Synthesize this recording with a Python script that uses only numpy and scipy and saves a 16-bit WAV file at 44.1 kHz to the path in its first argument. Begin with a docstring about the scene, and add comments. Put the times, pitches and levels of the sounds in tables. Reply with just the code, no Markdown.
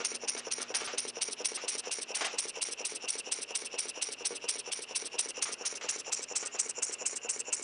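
"""Hissing, knocking and puffing, a small brass steam engine runs at an even speed on a wooden bench.
Its oscillating cylinder opens and shuts the ports, so each turn lets out turbulent jets: a sharp exhaust
puff, a softer second puff and the inlet's hiss, with a whistle from the port cavity. Play in the
bearings knocks at both ends of the stroke. The microphone moves round to the side of the cylinder.
Over a faint hum, things clatter now and then elsewhere in the workshop; once, the base judders."""
import sys
import numpy as np
from scipy import signal
from scipy.fft import rfft, irfft, next_fast_len
from scipy.io import wavfile

SR = 44100
rng = np.random.default_rng(int(sys.argv[2]) if len(sys.argv) > 2 else 0)


def master_out(mix):
    """Clip the mix to full scale and print it as 16-bit PCM to the path in sys.argv[1]."""
    frames = np.transpose(np.atleast_2d(mix))
    ceiling = np.clip(frames, -1, 1)
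    pcm = np.round(ceiling * 32767).astype(np.int16)
    wavfile.write(sys.argv[1], SR, pcm)


N = 336483
TIME = np.arange(N) / SR


def from_db(db):
    """Amplitude grows tenfold for every 20 dB."""
    return 10 ** (np.asarray(db) / 20)


def columns_at(rows, at_s):
    """Linear interpolation in time of each column after the first."""
    times, *columns = np.transpose(rows)
    return [np.interp(at_s, times, column) for column in columns]


def level_at_hz(spectrum, hz):
    """Interpolation of a spectrum's level on a logarithmic frequency axis."""
    knots_hz, db = np.transpose(spectrum)
    return np.interp(np.log(np.maximum(hz, 1)), np.log(knots_hz), db)


def butterworth(x, hz, kind, order):
    """A Butterworth filter: maximally flat in its passband."""
    return signal.sosfilt(signal.butter(order, hz, kind, fs=SR, output="sos"), x)


def resonance(x, hz, width_hz):
    """A resonator passes a narrow band about its natural frequency."""
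    return butterworth(x, [hz - width_hz / 2, hz + width_hz / 2], "band", order=1)


def noise(spectrum):
    """Spectral shaping: white noise takes the given density, falling away below the lowest point."""
    size = next_fast_len(N)
    hz = np.fft.rfftfreq(size, 1 / SR)
    bass_rolloff = np.minimum(hz / spectrum[0][0], 1) ** 2
    gain = from_db(level_at_hz(spectrum, hz)) * bass_rolloff
    return irfft(rfft(rng.standard_normal(size)) * gain, size)[:N] * np.sqrt(SR / 2)


def flutter(depth_db, per_s):
    """Random amplitude modulation: a gain that wanders about unity."""
    wander = np.interp(TIME * per_s, np.arange(N // 8), rng.standard_normal(N // 8))
    return from_db(depth_db * wander)


# supply pressure, as the strength of the puffs: time_s, level_db
SUPPLY_PRESSURE = [(0, 6), (.6, 6.5), (2.0, 1.5), (3.1, 3.3), (4.1, 4.7), (4.75, 4), (5.3, 7.5), (5.9, 4.5),
                   (7.63, 4.5)]


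def flywheel_turns(first_puff_s=.048, period_s=.23354, lengthening_s=1.3e-5):
    """Near-periodic rotation, about 257 turns a minute: each exhaust opening's time and pressure level."""
    turn = np.arange(-1, N / SR / period_s + 1)
    turn_s = first_puff_s + period_s * turn + lengthening_s * turn ** 2 / 2
    return turn_s, columns_at(SUPPLY_PRESSURE, turn_s)[0]


# stages of the flow and the rub of the port faces, timed from the exhaust opening:
# name -> start_s, full_s, fading_s, shut_s, pressure_share
PORT_STAGES = { "release": (-.0125, .003, .009, .022, 1.0), "blowdown": (.006, .016, .022, .039, 1.0),
               "sweep": (.012, .040, .068, .108, .3), "second puff": (.076, .105, .113, .136, .5),
               "inlet": (.122, .184, .198, .226, .2), "rub": (.150, .195, .205, .240, .1), }
# colour that the ports give each stage: name -> frequency_hz, density_db
STAGE_SPECTRA = { "release": [(500, -86), (900, -81.5), (1800, -81), (2300, -73.5), (3200, -71),
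                 (5100, -67.5), (5950, -66.5), (6350, -66), (6850, -74.5), (7400, -66.5), (8500, -63),
                 (10000, -65.5)], "blowdown": [(900, -99), (1800, -93.5), (2600, -79), (3200, -83),
                 (4700, -80.5), (5500, -66.5), (6150, -74), (6450, -72.5), (6900, -105.5), (7500, -69.5),
                 (8600, -72), (9600, -60.5), (10000, -94.5)], "sweep": [(800, -84), (1750, -85.5),
                 (2250, -76), (3200, -81.5), (4800, -78.5), (5300, -77.5), (5700, -68), (6400, -80.5),
                 (7500, -80), (8300, -90.5), (9250, -68), (9700, -88.5), (10000, -82)],
                 "second puff": [(300, -82.5), (430, -73), (800, -88.5), (1800, -85), (2500, -82),
                 (3300, -76.5), (4800, -74.5), (5350, -69.5), (5750, -72.5), (6200, -70), (6800, -87.5),
                 (7400, -72.5), (8300, -68.5), (10000, -69.5)], "inlet": [(1700, -90.5), (2800, -74.5),
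                 (3400, -83.5), (4200, -89), (4900, -86), (5300, -72), (5620, -72.5), (5950, -72),
                 (6400, -88), (7100, -77), (7800, -90.5), (9100, -106), (9650, -80), (10000, -105)],
                 "rub": [(250, -91.5), (600, -75.5), (950, -74), (1300, -85.5), (1800, -92.5), (3000, -100),
                 (4500, -108), (10000, -125)], }


def port_jets(rough_db=2.73, treble_hz=4800, treble_power=3.9, passage_db=-7.5):
    """Turbulent jet noise: the rocking cylinder opens and shuts its ports, gating the flow."""
    turn_s, pressure_db = flywheel_turns()
    lowpass = signal.butter(4, treble_hz, fs=SR, output="sos")
    jets = np.zeros(N)
    for name, (start, full, fading, shut, share) in PORT_STAGES.items():
        flow, strength = np.zeros(N), np.zeros(N)
        scatter_db = .5 * rng.standard_normal(len(turn_s))
        for s, db, chance_db in zip(turn_s, pressure_db, scatter_db):
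            span = slice(*np.searchsorted(TIME, [s + start, s + shut]))
            opening = np.interp(TIME[span] - s, [start, full, fading, shut], [0, 1, 1, 0])
            flow[span] = np.sin(np.pi / 2 * opening) ** 2
            strength[span] = from_db(share * db + chance_db)
        jet = noise(STAGE_SPECTRA[name])
        body = signal.sosfiltfilt(lowpass, jet)
        treble = jet - body
        # the treble grows faster with the flow, so each puff opens and closes dull
        jets += strength * (body * flow + treble * flow ** treble_power)
    # the short drilled passage rings at one pitch under every stage
    passage = from_db(passage_db) * resonance(jets, hz=5740, width_hz=220)
    return (jets + passage) * flutter(rough_db, per_s=440)


# swells as the opening edge passes, as the closing edge passes and while the inlet feeds the cavity,
# timed from the exhaust opening: start_s, peak_s, shut_s, level_db
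WHISTLE_SWELLS = [(-.010, -0.006, 0.01, -40), (0.104, .123, 0.14, -42.5), (0.139, .196, 0.26, -45.5)]


def cavity_whistle(pitch_hz=2739, width_hz=330):
    """Cavity resonance: leaking air sounds the hollow behind the port, in three smooth swells a turn."""
    turn_s, _ = flywheel_turns()
    envelope = np.zeros(N)
    for s in turn_s:
        for start, peak, shut, db in WHISTLE_SWELLS:
            span = slice(*np.searchsorted(TIME, [s + start, s + shut]))
            opening = np.interp(TIME[span] - s, [start, peak, shut], [0, 1, 0])
            envelope[span] += from_db(db) * np.sin(np.pi / 2 * opening)
    band = resonance(rng.standard_normal(N), pitch_hz, width_hz)
    tone = resonance(band, pitch_hz, width_hz)
    return envelope * tone / tone.std()


# the microphone's path: time_s, jets_db, knocks_db, whistle_db, side_fraction
MICROPHONE_PATH = [(0, -2.8, -1.4, -2.5, 0.47), (.8, -6, -0.8, -7.5, .12), (1.7, -2, -1.4, -3, 0.14),
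                   (3.1, -4.4, -4, 1.9, 0.13), (5.0, -6.5, -4.5, 3, 0), (5.5, -4, -3.5, 0.5, 0.38),
                   (6.1, -2.55, -5, -1.5, 0.39), (6.7, -3.5, -5, 2.5, 0.72), (7.63, -4.3, -4.5, 7, 0.73)]
# change in the jets' colour when heard from the side: frequency_hz, gain_db
SIDE_RESPONSE = [(300, -7), (1500, 0.5), (2800, -8), (3600, -19.5), (4600, -11.5), (5600, -4.5),
                 (6300, 2.5), (6900, 15.5), (7500, 6), (8400, 2), (9300, -10.5), (10000, -18.5)]
# band cancelled by the bench reflection, or lifted at negative depth: time_s, centre_hz, depth_db
BENCH_NOTCH = [(0, 7800, 20), (1.2, 7670, 10), (2, 7400, 4), (5.2, 7450, 4), (5.7, 8180, 16),
               (6.1, 8720, 10.5), (6.4, 9360, 6), (6.8, 9900, -4)]


def jet_radiation(jets, notch_width_hz=740):
    """Directivity and interference: the beamed treble and the bench reflection vary with position."""
    hz, frame_s, frames = signal.stft(jets, SR, nperseg=256)
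    side_fraction = columns_at(MICROPHONE_PATH, frame_s)[-1]
    notch_hz, depth_db = columns_at(BENCH_NOTCH, frame_s)
    beam_db = level_at_hz(SIDE_RESPONSE, hz)[:, None] * side_fraction
    notch_db = depth_db * np.exp(-((hz[:, None] - notch_hz) / notch_width_hz) ** 2)
    return signal.istft(frames * from_db(beam_db - notch_db), SR)[1][:N]


# steady noise of the bearings and the workshop: frequency_hz, density_db
STEADY_SPECTRUM = [(20, -101), (95, -105), (135, -101), (200, -95), (280, -92.5), (430, -82.5), (700, -91),
                   (1700, -94), (2700, -104), (3500, -103.5), (5500, -106), (10000, -110)]
# rms levels of the mains hum: time_s, second_harmonic_db, fourth_harmonic_db
HUM_LEVELS = [(0, -78, -63), (1.1, -76.5, -64), (1.5, -83.5, -75), (7.63, -78.5, -73.5)]


def workshop_background(mains_hz=60):
    """Mains harmonics: a motor hums at twice and four times the line frequency, over broadband noise."""
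    hum = np.zeros(N)
    for harmonic, db in zip((2, 4), columns_at(HUM_LEVELS, TIME)):
        cycles = harmonic * mains_hz * TIME + rng.random()
        hum += from_db(db) * np.sin(2 * np.pi * cycles)
    return noise(STEADY_SPECTRUM) + np.sqrt(2) * hum


def impulses(times, db):
    """Ideal impacts: each delivers its force in a single sample."""
    force = np.zeros(N)
    at = np.round(times * SR).astype(int)
    inside = (at >= 0) & (at < N)
    force[at[inside]] = from_db(db)[inside]
    return force


def strike(times, db, modes, pitch_ratio, spread_db):
    """Modal superposition: blows of varying strength set each mode ringing as a damped oscillator."""
    ringing = np.zeros(N)
    for hz, mode_db, t60_s in modes:
        decay = np.exp(-np.log(1000) / (t60_s * SR))
        phase_step = 2 * np.pi * hz * pitch_ratio / SR
        force = impulses(times, db + mode_db + spread_db * rng.standard_normal(len(times)))
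        feedback = [1, -2 * decay * np.cos(phase_step), decay * decay]
        # the radiated pressure follows the velocity of the mode
        ringing += signal.lfilter([1, -1], feedback, force + 1e-18)
    return ringing


def cushioned(thuds, contact_hz=1190, radiation_hz=228):
    """Contact time and radiation loss: an oil film softens blows; the small base radiates little bass."""
    softened = butterworth(thuds, contact_hz, "low", order=2)
    return butterworth(softened, radiation_hz, "high", order=3)


# play in the crank and pivot, taken up after each exhaust opening: delay_s, thud_db, pitch_ratio, tick_db
BEARING_CONTACTS = [(.0688, -35.5, .945, -42), (.0838, -52, .9, -42), (.0870, -50, .64, -60),
                    (.1880, -33.5, 1.03, -55), (.1982, -38.5, 1.04, -62)]
# modes of the base plate on the bench: pitch_hz, level_db, t60_s
BASE_MODES = [(188, -22, 0.082), (240, -26, 0.26), (289.7, -21, 0.24), (385, -15.5, 0.16),
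              (458.8, 3.5, 0.038), (588, -20, 0.24), (722, -21.5, 0.081), (915, -15, 0.092),
              (1160, -15.5, 0.044), (1452, -13, 0.086)]
# modes of the brass parts: pitch_hz, level_db, t60_s
BRASS_MODES = [(1250, -3, .014), (1850, -2, .012), (2240, -1, .04), (2800, 1, .011), (3900, -1, .007),
               (5600, 0, .006), (8300, -3, .004)]


def bearing_knocks(jitter_s=0.00044, pressure_share=0.22):
    """Backlash: the load reverses twice a turn; the bearings knock and rebound, ringing base and brass."""
    turn_s, pressure_db = flywheel_turns()
    force_db = pressure_share * pressure_db
    thuds, ticks = np.zeros(N), np.zeros(N)
    for delay_s, thud_db, pitch_ratio, tick_db in BEARING_CONTACTS:
        times = turn_s + delay_s + jitter_s * rng.standard_normal(len(turn_s))
        thuds += strike(times, force_db + thud_db, BASE_MODES, pitch_ratio, spread_db=1)
        ticks += strike(times, force_db + tick_db, BRASS_MODES, pitch_ratio=1, spread_db=1.5)
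    lowest_brass_hz = BRASS_MODES[0][0]
    return cushioned(thuds) + butterworth(ticks, lowest_brass_hz, "high", order=2)


# blows elsewhere in the workshop: start_s, level_db, relative_ring_db
CLATTER_BLOWS = [(0.003, -44, 0), (0.366, -43.5, -4), (0.602, -45, 7), (0.741, -38.5, -6),
                 (0.805, -40.5, 4), (0.875, -39, 3), (1.574, -44, 2.5), (1.837, -50, -10),
                 (2.165, -42.5, -6), (2.209, -33.5, -21), (2.246, -35, -12), (5.454, -42.5, 8),
                 (5.631, -56, 17), (5.811, -44.5, -9), (5.84, -47, -5), (5.917, -50.5, -2),
                 (6.428, -47, 10.5), (6.55, -50.5, 6), (6.911, -50, -2)]
# colour of those blows: frequency_hz, density_db
CLATTER_SPECTRUM = [(60, -95), (110, -78), (180, -49), (400, -39.5), (780, -30), (980, -37), (1220, -32),
                    (1450, -33.5), (1900, -33), (2600, -32.5), (4400, -39), (6200, -38), (8000, -49),
                    (10000, -87)]
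# resonances of the clattering things: pitch_hz, width_hz
CLATTER_MODES = [(1222, 55), (1395, 78), (1872, 16)]


def workshop_clatter(t60_s=0.28, grain_db=0.5):
    """Reverberant decay: distant blows arrive as a fading wash of reflections, some ringing like metal."""
    wash_power, ring_power = np.zeros(N), np.zeros(N)
    for start_s, db, ring_db in CLATTER_BLOWS:
        span = slice(*np.searchsorted(TIME, [start_s, start_s + 2 * t60_s]))
        decay = np.exp(-np.log(1000) * (TIME[span] - start_s) / t60_s)
        power = (from_db(db) * decay) ** 2
        wash_power[span] += power
        ring_power[span] += power * from_db(ring_db) ** 2
    force = np.sqrt(ring_power) * noise(CLATTER_SPECTRUM)
    ringing = sum(resonance(force, hz, width_hz) for hz, width_hz in CLATTER_MODES)
    wash = np.sqrt(wash_power) * noise(CLATTER_SPECTRUM)
    return ringing + wash * flutter(grain_db, per_s=2200)


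def base_judder(start_s=4.3068, level_db=-35, hops=4, hop_s=.0105, loss_db=3.5):
    """Inelastic impacts: the base hops quickly and evenly on the bench, losing strength at each hop."""
    hop = np.arange(hops)
    times = start_s + hop_s * hop
    force_db = level_db - loss_db * hop
    return cushioned(strike(times, force_db, BASE_MODES, pitch_ratio=0.99, spread_db=1))


def scene():
    """Superposition: the nearby engine and the workshop around it add at the moving microphone."""
    jets_db, knocks_db, whistle_db, _ = columns_at(MICROPHONE_PATH, TIME)
    jets = jet_radiation(port_jets() + from_db(whistle_db) * cavity_whistle())
    engine = from_db(jets_db) * jets + from_db(knocks_db) * bearing_knocks() + base_judder()
    return (engine + workshop_clatter() + workshop_background())[None]


def record(dry):
    """Band limiting: an elliptic low-pass filter cuts the treble steeply above 10050 Hz."""
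    return signal.sosfilt(signal.ellip(12, .2, 70, 10050, fs=SR, output="sos"), dry)


dry = scene()
out = record(dry)
master_out(out)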